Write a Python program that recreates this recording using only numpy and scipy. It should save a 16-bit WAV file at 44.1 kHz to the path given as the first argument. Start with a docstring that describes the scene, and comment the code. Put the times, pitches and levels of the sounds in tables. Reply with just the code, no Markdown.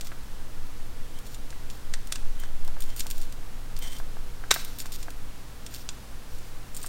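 """A table in a quiet furnished room, one microphone close to a camera being turned over in two hands.
From the start there is steady hiss, a faint appliance hum and a deep rumble. Dials tick, fittings grate,
fingers knock and slide on the shell; near 2 s firm buttons click and the rumble swells. At 4.5 s a sprung
catch snaps shut and the room rings briefly. The handling goes on, with one more button near 6 s,
and at the very end the loose strap rings chatter."""
import sys
import numpy as np
from scipy import signal
from scipy.fft import rfft, irfft
from scipy.io import wavfile

SR = 44100
rng = np.random.default_rng(int(sys.argv[2]) if len(sys.argv) > 2 else 0)


def bounce(signal):
    """Save signal as a 16-bit WAV file at the path given by the first command-line argument."""
    frames = np.transpose(np.atleast_2d(signal))
    limited = np.clip(frames, -1, 1)
    pcm = np.round(limited * 32767).astype(np.int16)
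    wavfile.write(sys.argv[1], SR, pcm)


N = 303408

# The grip shifts and the fittings grate. Each row: start and end in seconds, level in dB.
GRIP_SHIFTS = [(.04, .085, -49.5), (1.25, 1.365, -56), (1.70, 1.78, -55.5), (2.80, 2.95, -58),
               (2.96, 3.04, -49), (3.10, 3.26, -56), (3.815, 4.01, -53), (4.54, 4.63, -45.5),
               (4.66, 4.78, -56.5), (4.785, 4.83, -46.5), (4.92, 4.965, -44), (4.98, 5.05, -53),
               (5.70, 5.83, -52.5), (6.30, 6.50, -58.5), (6.755, 6.88, -51)]
# Colour of a small hard contact. Each row: frequency in Hz, gain in dB.
TICK_COLOUR = [(300, -20), (1500, -7.5), (3500, 0.5), (7000, 1.5), (9150, -1.5), (9800, -5.5),
               (12300, -1.5), (13400, -3), (15500, -6.5)]
LEAD_S = .008   # from the first scrape of a contact to its peak
TICK_SCATTER_DB = 2.1   # spread in strength of the lesser ticks


def from_db(db):
    """Decibels to gain."""
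    return 10 ** (np.asarray(db) / 20)


def rms_one(x):
    """Scale to rms 1."""
    return x / np.sqrt(np.mean(x ** 2) + 1e-20)


def at_level(hit, db):
    """Give a hit the energy of 4 ms at this level."""
    return from_db(db) * hit * np.sqrt(.004 * SR / np.sum(hit ** 2))


def at_hz(points, hz):
    """Read a table on a log-frequency axis."""
    known_hz, values = np.transpose(points)
    return np.interp(np.log(np.maximum(hz, 1)), np.log(known_hz), values)


def tint(x, spectrum):
    """Give a sound a smooth spectral colour."""
    hz = np.arange(len(x) // 2 + 1) * SR / len(x)
    return irfft(rfft(x) * from_db(at_hz(spectrum, hz)), len(x))


def band(x, low_hz, high_hz, order=2):
    """Causal band-pass."""
    edges_hz = [low_hz, min(high_hz, SR / 2 - 500)]
    return signal.sosfilt(signal.butter(order, edges_hz, "band", fs=SR, output="sos"), x)


def add(track, s, sound):
    """Mix a sound in at s seconds."""
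    start = max(round(s * SR), 0)
    part = sound[:max(N - start, 0)]
    track[start:start + len(part)] += part


def resonate(x, modes, spread_db=0.0):
    """Damped modes, at least 120 Hz wide; spread_db wakes them unevenly, as touching another spot does."""
    out = 0
    for hz, width_hz, db in modes:
        radius = np.exp(-np.pi * max(width_hz, 120) / SR)
        poles = [1, -2 * radius * np.cos(2 * np.pi * hz / SR), radius ** 2]
        gain = from_db(db + spread_db * rng.standard_normal()) * (1 - radius ** 2) / 2
        out = out + gain * signal.lfilter([1, 0, -1], poles, x)
    return out


def contact(rise_s, decay_s, size=2048):
    """Two stiff parts scrape and meet: a burst of tiny impacts, even in spectrum, peaking at LEAD_S."""
    t = np.arange(size) / SR - LEAD_S
    envelope = np.exp(np.minimum(t / rise_s, -t / decay_s))
    spectrum = rfft(rng.standard_normal(size) * envelope)
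    return irfft(spectrum / np.abs(spectrum), size) * np.sqrt(envelope)


def strokes(rows, edge_s):
    """Gain of hand movements that swell and fade at their ends."""
    t = np.arange(N) / SR
    return sum(from_db(db) * np.clip(np.minimum(t - start, end - t) / edge_s, 0, 1)
               for start, end, db in rows)


def background(hiss_db=-43):
    """Room tone: steady hiss, an appliance's hum and a deep rumble that swells midway."""
    # Each row: frequency in Hz, rms level in dB.
    hum_partials = [(119.9, -54.5), (269, -65), (479.8, -64)]
    # Each row of both: frequency in Hz, relative noise density in dB.
    hiss_colour = [(20, 6), (35, 7.5), (55, 7), (70, -1), (95, -5), (150, -7.5), (260, -8), (400, -13.5),
                   (600, -15), (1000, -16), (1450, -17), (2200, -21), (4000, -23), (8000, -26.5),
                   (15800, -30.5)]
    rumble_colour = [(3, -9.5), (7, 0), (11.5, 4.5), (15, -5.5), (19, -18), (22, -14.5), (30, -24),
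                     (40, -32.5), (60, -36.5), (110, -50), (300, -87)]
    # Each row: time in seconds, level in dB.
    rumble_levels = [(0, -29), (1.8, -26), (2.3, -16.5), (3.6, -23.5), (4.0, -21), (5.1, -34), (6.88, -31)]
    t = np.arange(N) / SR
    hum = sum(np.sqrt(2) * from_db(db) * np.sin(2 * np.pi * (hz * t + rng.random()))
              for hz, db in hum_partials)
    swell = from_db(np.interp(t, *np.transpose(rumble_levels)))
    rumble = swell * rms_one(tint(rng.standard_normal(N), rumble_colour))
    hiss = from_db(hiss_db) * rms_one(tint(rng.standard_normal(N), hiss_colour))
    return hiss + hum + rumble


def shell(force):
    """A contact radiates directly and the camera's shell rings with it."""
    # Each row: frequency in Hz, width in Hz, gain in dB.
    shell_modes = [(2600, 180, -7), (3600, 490, -1.5), (4460, 610, 2.5), (5450, 190, 1), (5990, 210, -1),
                   (7030, 130, 3.5), (7570, 240, -4), (8480, 330, -2), (8980, 270, 1.5), (11000, 450, -13),
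                   (13300, 550, 2), (14000, 400, -1), (15600, 400, -1)]
    return force + resonate(force, shell_modes, spread_db=4)


def tick(db, sheen_db):
    """One small hard contact: the body of the shell, its bright ring, and the sheen of tiny parts."""
    hit = tint(shell(contact(rise_s=.0014, decay_s=.0018)), TICK_COLOUR)
    body = at_level(band(hit, 1460, 2840), db - 9.5)
    ring = at_level(band(hit, 3010, 9430, order=4), db)
    sheen = at_level(band(hit, 9400, 18300, order=3), db + sheen_db)
    return body + ring + sheen


def dials(detents=6, detent_s=0.008, unevenness=0.21, drop_db=5, fade_db_per_s=110):
    """A dial or fitting clicks, then may run on over its detents, unevenly and fading."""
    # Each row: time in seconds, level in dB, sheen in dB against that level, length of the run in seconds.
    clicks = [(0.011, -34.5, -10, 0), (1.189, -47, -2, 0), (1.346, -42, -20, 0), (1.505, -43, -15, 0),
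              (1.701, -41.5, -14, .012), (2.073, -44, -4, 0), (2.4004, -49, 7, 0), (2.4365, -46, -12, 0),
              (2.649, -48, 1, 0), (2.678, -43.5, -3, 0), (2.806, -40.5, 1.5, .04), (2.8225, -39.5, -7, 0),
              (2.964, -42, 2, .028), (2.996, -32.5, 0.5, .012), (3.0062, -28.5, -18, 0),
              (3.068, -37, -6, 0), (3.1026, -37.5, -1, 0), (3.1116, -33.5, -1, 0), (3.181, -43.5, 0, 0),
              (3.216, -42.5, -4, .02), (3.325, -44, -7, 0), (3.7663, -39.5, -13, .012), (3.79, -45, 4, 0),
              (3.824, -41.5, -5, .02), (3.9856, -45, -3, 0), (4.5417, -28, 0, .012), (4.649, -39, 1, 0),
              (4.787, -41.5, 2.5, .036), (4.8588, -41.5, -7, .02), (4.921, -40.5, -4, .045),
              (5.0293, -39.5, -12, 0), (5.1052, -44, -4, 0), (5.665, -37.5, -12, 0), (5.7406, -40, -6, 0),
              (5.7469, -37.5, -4, .022)]
    out = np.zeros(N)
    for s, db, sheen_db, run_s in clicks:
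        add(out, s - LEAD_S, tick(db, sheen_db))
        lags = np.cumsum(detent_s * (1 + unevenness * rng.uniform(-1, 1, detents)))
        levels = db - drop_db - fade_db_per_s * lags + TICK_SCATTER_DB * rng.standard_normal(detents)
        for lag, level in zip(lags[lags < run_s], levels):
            add(out, s + lag - LEAD_S, tick(level, sheen_db))
    return out


def grating(slips_per_s=700, spread_db=2.0, rub_db=-19.0):
    """Fittings stick and slip, sending dense uneven micro-clicks into the shell."""
    slips = (rng.random(N) < slips_per_s / SR) * rng.choice([-1, 1], N)
    sizes = from_db(spread_db * np.minimum(rng.exponential(1, N), 3))
    force = slips * sizes + from_db(rub_db) * rng.standard_normal(N)
    return strokes(GRIP_SHIFTS, edge_s=0.0057) * rms_one(tint(shell(force), TICK_COLOUR))


def stray_ticks(ticks_per_s=25, over_grating_db=6):
    """Loose fittings tick at random while the grip shifts, as hard as it grates."""
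    out = np.zeros(N)
    effort = strokes(GRIP_SHIFTS, edge_s=0.01)
    for i in np.flatnonzero((rng.random(N) < ticks_per_s / SR) & (effort > 0)):
        db = over_grating_db + TICK_SCATTER_DB * rng.standard_normal()
        add(out, i / SR - LEAD_S, effort[i] * tick(db, sheen_db=-7))
    return out


def knocks(thud_db=-17.0):
    """Padded blows of fingers and buttons wake the body's low modes; each touched spot has its own pitch and
    brightness."""
    # Each row: time in seconds, level in dB, pitch of the touched spot in Hz.
    blows = [(0.1183, -39, 1390), (1.5269, -45, 1890), (2.1221, -36.5, 2410), (2.1604, -44, 1530),
             (2.4359, -39.5, 1700), (2.681, -41.5, 890), (2.7672, -42, 780), (3.0603, -41, 890),
             (3.9995, -39.5, 1000), (4.1682, -42, 860), (4.438, -38, 1360), (4.5616, -29, 1260),
             (4.856, -41.5, 1060), (5.083, -37, 1030), (6.8434, -39, 1160)]
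    # Each row: frequency in Hz, width in Hz, gain in dB.
    body_modes = [(330, 180, -12), (714, 83, -1), (955, 670, -7.5), (1600, 350, 0)]
    out = np.zeros(N)
    for s, db, hz in blows:
        force = contact(rise_s=0.0015, decay_s=0.0026)
        hollow = resonate(force, [(hz, 180, -2.0)])
        knock = resonate(force, body_modes) + hollow + from_db(thud_db) * force
        add(out, s - LEAD_S + 0.00049, at_level(band(knock, hz / 6.1, hz * 1.5), db))
    return out


def sliding():
    """Skin rubs smoothly over the casing, with a faint narrow squeak."""
    # Each row: start and end in seconds, level in dB.
    slides = [(1.13, 1.20, -56.5), (2.385, 2.47, -52), (2.87, 2.95, -57), (3.81, 3.895, -43.5),
              (3.89, 3.98, -49)]
    # Each row: frequency in Hz, width in Hz, relative gain in dB.
    rub_modes = [(990, 310, -9.5), (2060, 380, -4.5), (3120, 150, 4.5), (5860, 780, -9), (8200, 840, -11),
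                 (13700, 1500, -21)]
    return strokes(slides, edge_s=0.014) * rms_one(resonate(rng.standard_normal(N), rub_modes))


def buttons(size=2048):
    """A button scrapes in its guide, then bottoms out with a short ping of its own."""
    # Each row: time in seconds, level in dB, rise in seconds, ping in Hz, ping in dB against the click,
    # the click's low and high edges in Hz.
    presses = [(1.9392, -29.5, 0.0016, 1870, -5.5, 2100, 12500),
               (2.1248, -26, 0.0025, 8850, -4.5, 400, 17000), (2.1586, -33, 0.0049, 2960, -8, 600, 15000),
               (5.8900, -30, 0.00016, 3250, -8, 900, 9500)]
    # The dry crack. Each row: frequency in Hz, gain in dB.
    click_colour = [(200, -10), (800, -2), (1500, -0.5), (2500, -2), (4000, 0), (8500, 1), (9200, -9),
                    (9800, -7), (15000, -12)]
    out = np.zeros(N)
    t = np.arange(size) / SR
    for s, db, rise_s, ping_hz, ping_db, low_hz, high_hz in presses:
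        click = tint(shell(contact(rise_s, decay_s=0.0016)), click_colour)
        add(out, s - LEAD_S, at_level(band(click, low_hz, high_hz), db))
        decay_s = .0012 * (3000 / ping_hz) ** .35   # higher pings die sooner
        ping = np.sin(2 * np.pi * ping_hz * t) * np.exp(-t / decay_s)
        add(out, s, at_level(ping, db + ping_db))
    return out


def snap(ring_db):
    """The sprung catch slides over its lip, slams home and rebounds; each contact cracks and rings."""
    # Each row: time in seconds, level in dB, decay time in seconds.
    impacts = [(4.5086, -23, 0.00048), (4.5105, -17, 0.0017), (4.5129, -14.5, 0.0018),
               (4.5138, -14.5, 0.0018), (4.5215, -41, 0.0023)]
    # Each row: frequency in Hz, width in Hz, relative gain in dB.
    catch_modes = [(920, 44, -11), (1330, 170, 6), (2330, 80, 6), (2520, 120, -2), (3560, 160, 1),
                   (3840, 170, 12), (4200, 100, -9), (5540, 150, 3), (6080, 260, 6.5), (6500, 130, -8),
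                   (7160, 220, -4), (8300, 110, -6), (8500, 140, -4)]
    # Each row: frequency in Hz, gain in dB.
    crack_colour = [(150, -17), (220, -2), (320, 0), (600, -1), (1000, -3), (2000, 3), (3100, -1.5),
                    (4000, -1), (6500, -0.5), (8600, -0.5), (9700, -9.5), (15000, -11)]
    out = np.zeros(N)
    for s, db, decay_s in impacts:
        force = contact(rise_s=0.00063, decay_s=decay_s)
        hit = force + from_db(ring_db) * resonate(force, catch_modes)
        add(out, s - LEAD_S, at_level(tint(hit, crack_colour), db))
    return out


def strap_rings(rebound_s=0.0064, rebound_loss_db=3.5):
    """As the camera swings, metal rings damped by their holders clink on the shell and fall back once."""
    # Each row: time in seconds, level in dB.
    strikes = [(6.7473, -41), (6.7667, -36), (6.83, -38), (6.863, -37)]
    # Each row: frequency in Hz, width in Hz, relative gain in dB.
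    metal_modes = [(4500, 240, -13), (7600, 280, -2), (8150, 250, 0), (8640, 200, 3), (9000, 180, -4),
                   (14500, 1500, -14)]
    out = np.zeros(N)
    for s, db in strikes:
        for lag, level in ((0, db), (rebound_s, db - rebound_loss_db)):
            clink = resonate(contact(rise_s=0.00055, decay_s=0.0026), metal_modes, spread_db=2)
            shell_tap = tick(level - 7.5, sheen_db=1)
            add(out, s + lag - LEAD_S, at_level(clink, level) + shell_tap)
    return out


def room(x, tail_db=-15.5, early_db=-7.0, early_decay_s=0.0076, size=26000):
    """Reflections only: quick scatter from hands and table, then a diffuse tail that dies band by band."""
    # Each row: frequency in Hz, seconds to fall by 60 dB.
    decay_times = [(300, 0.25), (1500, 0.55), (5000, 0.6), (9000, 0.52), (15000, 0.68)]
    # Each row: frequency in Hz, gain in dB.
    tail_colour = [(200, -3), (1000, 3.5), (7000, -0.5), (10000, -0.5), (15000, -1.5)]
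    t = np.arange(size) / SR
    edges_hz = np.geomspace(150, 17000, 11)
    tail = np.zeros(size)
    for low, high in zip(edges_hz, edges_hz[1:]):
        t60_s = at_hz(decay_times, np.sqrt(low * high))
        tail += band(rng.standard_normal(size), low, high) * from_db(-60 * t / t60_s)
    tail = tint(tail, tail_colour) * np.clip((t - .004) / 0.0024, 0, 1)
    tail *= from_db(tail_db) / np.linalg.norm(tail)
    early = rng.standard_normal(size) * np.exp(-t / early_decay_s) * (t > .002)
    early *= from_db(early_db) / np.linalg.norm(early)
    return signal.fftconvolve(x, early + tail)[:N]


def scene():
    """The camera close up, its reflections and the room tone behind it, in mono."""
    room_tone = background()
    # The walls gather the snap from all directions, which evens out its modes.
    catch = snap(ring_db=-0.5) + room(snap(ring_db=-8.0))
    handling = buttons() + knocks() + grating() + sliding() + strap_rings() + dials() + stray_ticks()
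    return (room_tone + catch + handling + room(handling))[None]


def record(dry, ceiling=2.4, cutoff_hz=15800):
    """The highest peaks are slightly rounded and the treble is cut steeply."""
    rounded = ceiling * np.tanh(dry / ceiling)
    return signal.sosfilt(signal.ellip(10, .1, 80, cutoff_hz, fs=SR, output="sos"), rounded)


dry = scene()
out = record(dry)
bounce(out)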